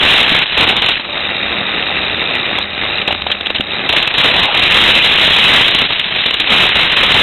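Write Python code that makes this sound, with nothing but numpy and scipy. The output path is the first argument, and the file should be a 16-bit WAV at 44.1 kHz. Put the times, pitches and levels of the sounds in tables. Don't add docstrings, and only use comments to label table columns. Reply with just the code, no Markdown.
import sys
import numpy as np
from scipy import signal
from scipy.fft import rfft, irfft
from scipy.io import wavfile

SR = 44100
rng = np.random.default_rng(int(sys.argv[2]) if len(sys.argv) > 2 else 0)


def unload_audio(sound):
    columns = np.transpose(np.atleast_2d(sound))
    steps = np.round(np.clip(columns, -1, 1) * 32767)
    wavfile.write(sys.argv[1], SR, steps.astype(np.int16))


N = 318402
T = np.arange(N) / SR

# t/s, rattle level/dB, rumble re rattle/dB, track flexing re rattle/dB
ROLLING_LEVELS = [
    [(0.0, -7, -6.5, -5), (0.2, -6.5, -10.5, -10.5), (0.26, -12.5, -7.5, -4), (0.38, -10, -9, -4.5),
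     (0.49, -18, -12, -6.5), (0.62, -11, -5, -7), (0.76, -18, -2.5, -6), (0.9, -9.5, -11.5, -19),
     (1.058, -28, -11, -15)],
    [(3.85, -25.5, 0, -20), (3.98, -11, -5, -11), (4.05, -17.5, -6, -3), (4.12, -18, -9, -9),
     (4.24, -7, -8.5, -9), (4.31, -13, -7, -11), (4.43, -7.5, -4, -10), (4.49, -15, -8, -14),
     (4.69, -9.5, -9, -5), (4.77, -4.5, -9, -5), (5.02, -8, -10.5, -16), (5.36, -7.5, -11.5, -13),
     (5.56, -4, -7.5, -0.5), (5.73, -11, -12.5, -28), (5.83, -8, -8.5, -12), (5.89, -18, -12.5, -21),
     (5.94, -15, -12.5, -28), (6.06, -18, -9.5, -9), (6.2, -15, -11.5, -21), (6.45, -17.5, -10, -6),
     (6.52, -6.5, -7, -9), (6.65, -7.5, -8, -16), (6.7, -10.5, -10.5, -2), (6.82, -8, -10, -6),
     (6.9, -13.5, -10.5, -6.5), (7.22, -6.5, -7.5, -2.5)],
]
# f/Hz, relative level/dB
TRACK_RESPONSE = [(1200, -15), (1600, -6), (2000, -3), (2600, 2.5), (3000, 2.5), (3400, 1.5), (3800, 4.5),
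                  (4200, -5)]
CHASSIS_RESPONSE = [(1200, -14), (1650, -4.5), (2050, -1), (2200, -4.5), (2420, 0), (2750, 0), (3050, -5.5),
                    (3250, -4), (3500, -9), (3750, -3), (3950, -9.5), (4200, -16.5)]
FLEX_RESPONSE = [(1000, -10), (1500, -4), (2050, 2), (2400, -5), (3000, -10.5)]
RUMBLE_RESPONSE = [(15, 9.5), (35, -0.5), (80, -2.5), (200, -1.5), (400, -2), (800, -1.5), (1200, -1.5),
                   (1600, -7.5), (2400, -34.5)]
def wheels(rattle_db=-0.53, flex_db=-3, chassis_db=-9):
    level, rumble_level, flex_level = np.sum([envelopes(run) for run in ROLLING_LEVELS], axis=0)
    on_ramp = (T > RAMP_LEVELS[0][0]) * (T < RAMP_LEVELS[-1][0])
    rumble_level *= gain_of(-3.5 * on_ramp)
    contact = chatter(per_s=115, jitter=0.5, spread_db=3.5, t60=0.019, scrape=0.59, rise=0.0017)
    track_force, chassis_force, rumble_force, flex_force = contact * grip() * rng.standard_normal((4, N))
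    track = resonate(track_force * level, TRACK_RESPONSE)
    chassis = gain_of(chassis_db) * resonate(chassis_force * level, CHASSIS_RESPONSE)
    flexing = gain_of(flex_db) * resonate(flex_force * flex_level, FLEX_RESPONSE)
    rumble = resonate(rumble_force * rumble_level, RUMBLE_RESPONSE)
    return gain_of(rattle_db) * (track + chassis) + flexing + rumble + wall_squeal(level)


def grip(hop_s=0.022, hop_db=-3.5):
    lifted = np.zeros(N)
    hop = np.sin(np.pi * np.arange(0, 1, 1 / (hop_s * SR)))
    for s, *_ in IMPACTS:
        add(lifted, s - hop_s, hop)
    return gain_of(hop_db * np.minimum(lifted, 1))


def wall_squeal(level, db=-6, hz=3050, glide=0.1, rasp=0.065):
    rub = tone(hz * np.exp(glide * wander(22.06) + rasp * wander(397.5)))
    pressure = np.tanh(level / 0.11)
    flicker = np.abs(1 + 0.35 * wander(25))
    return gain_of(db) * level * pressure * flicker * rub


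# t/s, level/dB, thud re level/dB, clatter and thud T60/s, ring f/Hz
IMPACTS = [(0.1022, -3, -18, 0.06, 2980), (0.3486, 3.5, -9, 0.031, 2850), (0.5724, -5.5, -8, 0.2, 2830),
           (0.609, 11, -11, 0.013, 2800), (0.674, -4.5, -6, .06, 2810), (0.69, -3.5, -14, 0.15, 3040),
           (0.7655, -6, -15, 0.12, 3650), (0.82, -3.5, -11, 0.074, 3020), (0.8869, -3, -5.5, 0.038, 3720),
           (0.996, -11.5, -1, 0.024, 3940), (2.586, -0.5, -3, 0.014, 3280), (2.6132, -8, -25, .02, 3880),
           (2.6254, -9, -23, 0.017, 3870), (2.6364, -6, -20, 0.013, 3830), (3.0156, -6.5, -33, 0.04, 2640),
           (3.0761, -4.5, -4, 0.066, 2440), (3.1093, -8, -15, 0.051, 2860), (3.125, -6, -4.5, 0.025, 3190),
           (3.1477, -8, -6, 0.026, 3690), (3.2195, -5, -9, 0.016, 3770), (3.2673, -8.5, -14, 0.042, 3020),
           (3.302, -6, -3, 0.024, 3900), (3.3158, -2, -24, 0.059, 3130), (3.409, -8.5, -7, 0.02, 3570),
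           (3.46, -5, -20, 0.012, 3610), (3.4682, -1.5, -13, 0.016, 3380), (3.5018, -5, -9, 0.036, 3760),
           (3.548, -8.5, -9.5, 0.078, 3820), (3.5596, -10, -21, 0.034, 3900), (3.5835, -8, -25, 0.02, 3100),
           (3.608, -1, -8, 0.018, 2820), (3.8912, 0, -12.5, 0.073, 2720), (3.9255, -2, -16, 0.034, 3070),
           (3.9642, 6, -18, 0.033, 3030), (4.026, -7.5, -17, 0.044, 2960), (4.0747, 1.5, -9, 0.024, 2670),
           (4.14, -8.5, -9, 0.12, 3750), (4.1806, -1, -12, 0.069, 3000), (4.243, -2, -5.5, 0.065, 2640),
           (4.34, -1.5, -17, 0.046, 2780), (4.543, -3, -11.5, 0.11, 2730), (4.573, -4.5, -11, 0.047, 3180),
           (4.6226, -0.5, -8, 0.04, 2760), (4.7432, 3, -12, 0.056, 3120), (5.748, 6, -11, 0.027, 3120),
           (5.787, -7, -8, 0.05, 3100), (5.904, -8, 0.5, 0.031, 3150), (5.9956, -2.5, -19, 0.037, 2920),
           (6.041, -7, -19, 0.038, 3380), (6.2584, -1.5, -13.5, .055, 3610), (6.3081, 1, -11, 0.019, 3015),
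           (6.3412, -1, -11.5, 0.035, 3500), (6.3996, -3, -13, 0.073, 3510), (6.4185, -3, -26, 0.016, 3840),
           (6.4725, -7.5, -12, 0.045, 3730), (6.755, -9, -4, 0.13, 2880), (6.966, -2, -11, 0.12, 2580),
           (7.0323, 1.5, -9, 0.073, 3300), (7.1422, -2, -5, 0.082, 2700)]
# f/Hz, relative level/dB
THUD_RESPONSE = [(30, -7), (150, -5.5), (300, -3), (800, -2), (1200, -3.5), (2000, -15.5)]
def impacts(clatter_db=-1, ring_db=-1, rise=0.00041, graze_db=-14, graze_s=0.0039, lead_s=0.02):
    clatter, thud, rings = np.zeros((3, N))
    t = np.arange(SR // 6) / SR - lead_s
    graze = gain_of(graze_db) * np.exp(np.minimum(t, 0) / graze_s)
    strike = (1 + np.tanh(t / (2 * rise) - 0.5)) / 2
    for s, db, thud_db, t60, hz in IMPACTS:
        blow = gain_of(db - 60 * np.maximum(t, 0) / t60) * np.maximum(strike, graze)
        add(clatter, s - lead_s, gain_of(clatter_db) * blow)
        add(thud, s - lead_s, gain_of(thud_db) * blow)
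        add(rings, s, gain_of(db + ring_db) * mode(hz, t60=0.019, rise=0.00038))
    return rings + driven_noise(clatter, TRACK_RESPONSE) + driven_noise(thud, THUD_RESPONSE)


# t/s, level/dB, f/Hz, T60/s
LANDINGS = [(.319, -2.5, 250, 0.022), (3.107, -0.5, 766, 0.014), (3.127, -28, 694, 0.012),
            (3.266, 5, 766, 0.0072), (3.504, 1, 520, 0.01), (3.598, -3, 262, 0.019),
            (3.936, -8.5, 650, 0.041), (4.362, -5, 760, .03), (4.486, -11, 828, 0.11)]
def bumps():
    out = np.zeros(N)
    for s, db, hz, t60 in LANDINGS:
        add(out, s, gain_of(db) * mode(hz, t60, rise=0.00061))
    return out


# t/s, level/dB
RAMP_LEVELS = [(3.88, -38), (3.95, -24), (4.05, -33), (4.15, -26), (4.25, -21), (4.36, -21.5), (4.44, -25),
               (4.52, -19), (4.58, -26)]
# f/Hz, relative level/dB
RAMP_RESPONSE = [(400, -8), (620, 0.5), (800, -0.5), (1150, -2), (1450, -6)]
def ramp(drum_db=-1):
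    level, = envelopes(RAMP_LEVELS)
    contact = chatter(per_s=130, jitter=0.31, spread_db=0.5, t60=0.025, scrape=0.33)
    return gain_of(drum_db) * driven_noise(level * contact, RAMP_RESPONSE)


# t/s, level/dB
LIFT_LEVELS = [(1.0, -29), (1.04, -28), (1.13, -20.5), (1.55, -19), (2.56, -18.5), (2.67, -26.5),
               (2.83, -19.5), (2.99, -18), (3.04, -24), (3.19, -26.5), (3.64, -27.5), (3.73, -21),
               (3.88, -21.5)]
# f/Hz, relative level/dB
SHAKE_RESPONSE = [(15, -6), (50, -4.5), (85, -5), (135, 0.5), (250, 2), (380, 2.5), (580, 2.5), (800, 3),
                  (960, -1.5), (1300, 1.5), (2000, -18.5)]
def lift(ring_db=-9, shake_db=-23.5, climbing_db=-18.5):
    level, = envelopes(LIFT_LEVELS)
    teeth = chatter(per_s=110, jitter=0.25, spread_db=4, t60=0.015, scrape=0.97, rise=0.0011)
    gears = driven_noise(teeth * level, CHASSIS_RESPONSE)
    top_mode = tone(CHASSIS_MODES[-1][0] + 150 * wander(300))
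    strikes = chatter(per_s=79, jitter=0.31, spread_db=9.5, t60=0.011, scrape=0.05, rise=0.0012)
    ringing = gain_of(ring_db) * level * top_mode * strikes
    shake_level = gain_of(shake_db) * (level / gain_of(climbing_db)) ** 0.98
    shake = driven_noise(shake_level * unit_rms(teeth + 0.36), SHAKE_RESPONSE)
    return gears + ringing + shake


# number of teeth, tick level re lift level/dB
SHAFT_GEARS = [(3, 9.5), (4, 7.5)]
# f/Hz, relative level/dB, T60/s
CHASSIS_MODES = [(610, -28, 0.029), (1900, -14.5, 0.0084), (2450, -5.5, 0.014), (2770, -9, 0.014),
                 (3727, 4, 0.014)]
def gear_ticks(shaft_hz=20.97, backlash_s=0.0017, spread_db=3, detune=0.025, uneven_db=2.5):
    out = np.zeros(N)
    load_times, load_db = np.transpose(LIFT_LEVELS)
    for teeth, gear_db in SHAFT_GEARS:
        times = np.arange(load_times[0], load_times[-1], 1 / (teeth * shaft_hz))
        chance = rng.standard_normal((len(times), 1 + len(CHASSIS_MODES), 2))
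        for s, ((late, hard), *spots) in zip(times, chance):
            db = np.interp(s, load_times, load_db) + gear_db + spread_db * np.tanh(hard)
            for (hz, mode_db, t60), (shift, weight) in zip(CHASSIS_MODES, spots):
                tick = mode(hz * (1 + detune * shift), t60, rise=0.0013)
                strength = gain_of(db + mode_db + uneven_db * np.tanh(weight))
                add(out, s + backlash_s * late, strength * tick)
    return out


# f/Hz, level/dB, rms deviation of f/Hz
MOTOR_PARTIALS = [(75.4, -40, 7), (94.3, -43, 8.8), (199.4, -38.5, 2.5), (591, -38.5, 6), (810, -41.5, 8)]
def motor(start=1.0, stop=3.85, fade_s=0.06, depth=0.55):
    running = np.clip(np.minimum(T - start, stop - T) / fade_s, 0, 1)
    hum = np.zeros(N)
    for hz, db, waver_hz in MOTOR_PARTIALS:
        amplitude = gain_of(db) * (1 + depth * wander(4.9))
        hum += amplitude * tone(hz + waver_hz * wander(14))
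    return running * hum


def chatter(per_s, jitter, spread_db, t60, scrape, rise=0.00079):
    count = np.cumsum(per_s * np.exp(jitter * wander(per_s))) / SR
    onsets = np.diff(np.floor(count), prepend=0) > 0
    blows = onsets * gain_of(spread_db * np.clip(rng.standard_normal(N), -2, 1.5))
    decaying = signal.lfilter([1], [1, -gain_of(-60 / (t60 * SR))], blows)
    rounded = signal.lfilter([1], [1, -np.exp(-1 / (rise * SR))], decaying)
    return unit_rms(unit_rms(rounded) + scrape)


def mode(hz, t60, rise):
    t = np.arange(0, 2 * t60, 1 / SR)
    attack = 1 - np.exp(-(t / rise) ** 2)
    return gain_of(-60 * t / t60) * attack * np.sin(2 * np.pi * (hz * t + rng.random()))


def resonate(force, response):
    hz, db = np.transpose(response)
    f = np.abs(np.fft.fftfreq(4096, 1 / SR)) + 1
    octaves_outside = np.maximum(np.log2(hz[0] / f), 0) + np.maximum(np.log2(f / hz[-1]), 0)
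    gain = gain_of(np.interp(np.log(f), np.log(hz), db) - 40 * np.minimum(octaves_outside, 2))
    spectrum = np.exp(np.conj(signal.hilbert(np.log(gain))))
    impulse = np.fft.ifft(spectrum).real[:len(f) // 2]
    return signal.oaconvolve(force, impulse / np.linalg.norm(impulse))[:N]


def driven_noise(envelope, response):
    return resonate(envelope * rng.standard_normal(N), response)


def envelopes(rows, fade_s=0.014):
    s, db, *relative_db = np.transpose(rows)
    gate = np.clip(1 + np.minimum(T - s[0], s[-1] - T) / fade_s, 0, 1)
    return [gate * gain_of(np.interp(T, s, db + offset)) for offset in [0, *relative_db]]


def wander(hz):
    rolloff = 1 + (np.fft.rfftfreq(N, 1 / SR) / hz) ** 4
    return unit_rms(irfft(rfft(rng.standard_normal(N)) / rolloff, N))


def tone(hz):
    return np.sin(2 * np.pi * np.cumsum(hz) / SR)


def lowpass(x, hz, taps):
    return signal.oaconvolve(x, signal.firwin(taps, hz, window=("kaiser", 8), fs=SR), "same")


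def gain_of(db):
    return 10 ** (np.asarray(db) / 20)


def unit_rms(x):
    return x / np.sqrt(np.mean(x ** 2) + 1e-20)


def add(mix, s, sound):
    part = mix[max(round(s * SR), 0):][:len(sound)]
    part += sound[:len(part)]


def scene():
    return (wheels() + ramp() + lift() + gear_ticks() + motor() + impacts() + bumps())[None]


def record(dry, ceiling=0.65, band_hz=4130, dull_hz=14000, edge_hz=15830):
    saturated = dry[0] / (1 + (dry[0] / ceiling) ** 4) ** (1 / 4)
    narrow = lowpass(saturated, band_hz, taps=401)
    clipped = np.clip(narrow, -0.81, 0.63)
    dulled = signal.lfilter(*signal.butter(1, dull_hz, fs=SR), clipped)
    return lowpass(dulled, edge_hz, taps=511)[None]


dry = scene()
out = record(dry)
unload_audio(out)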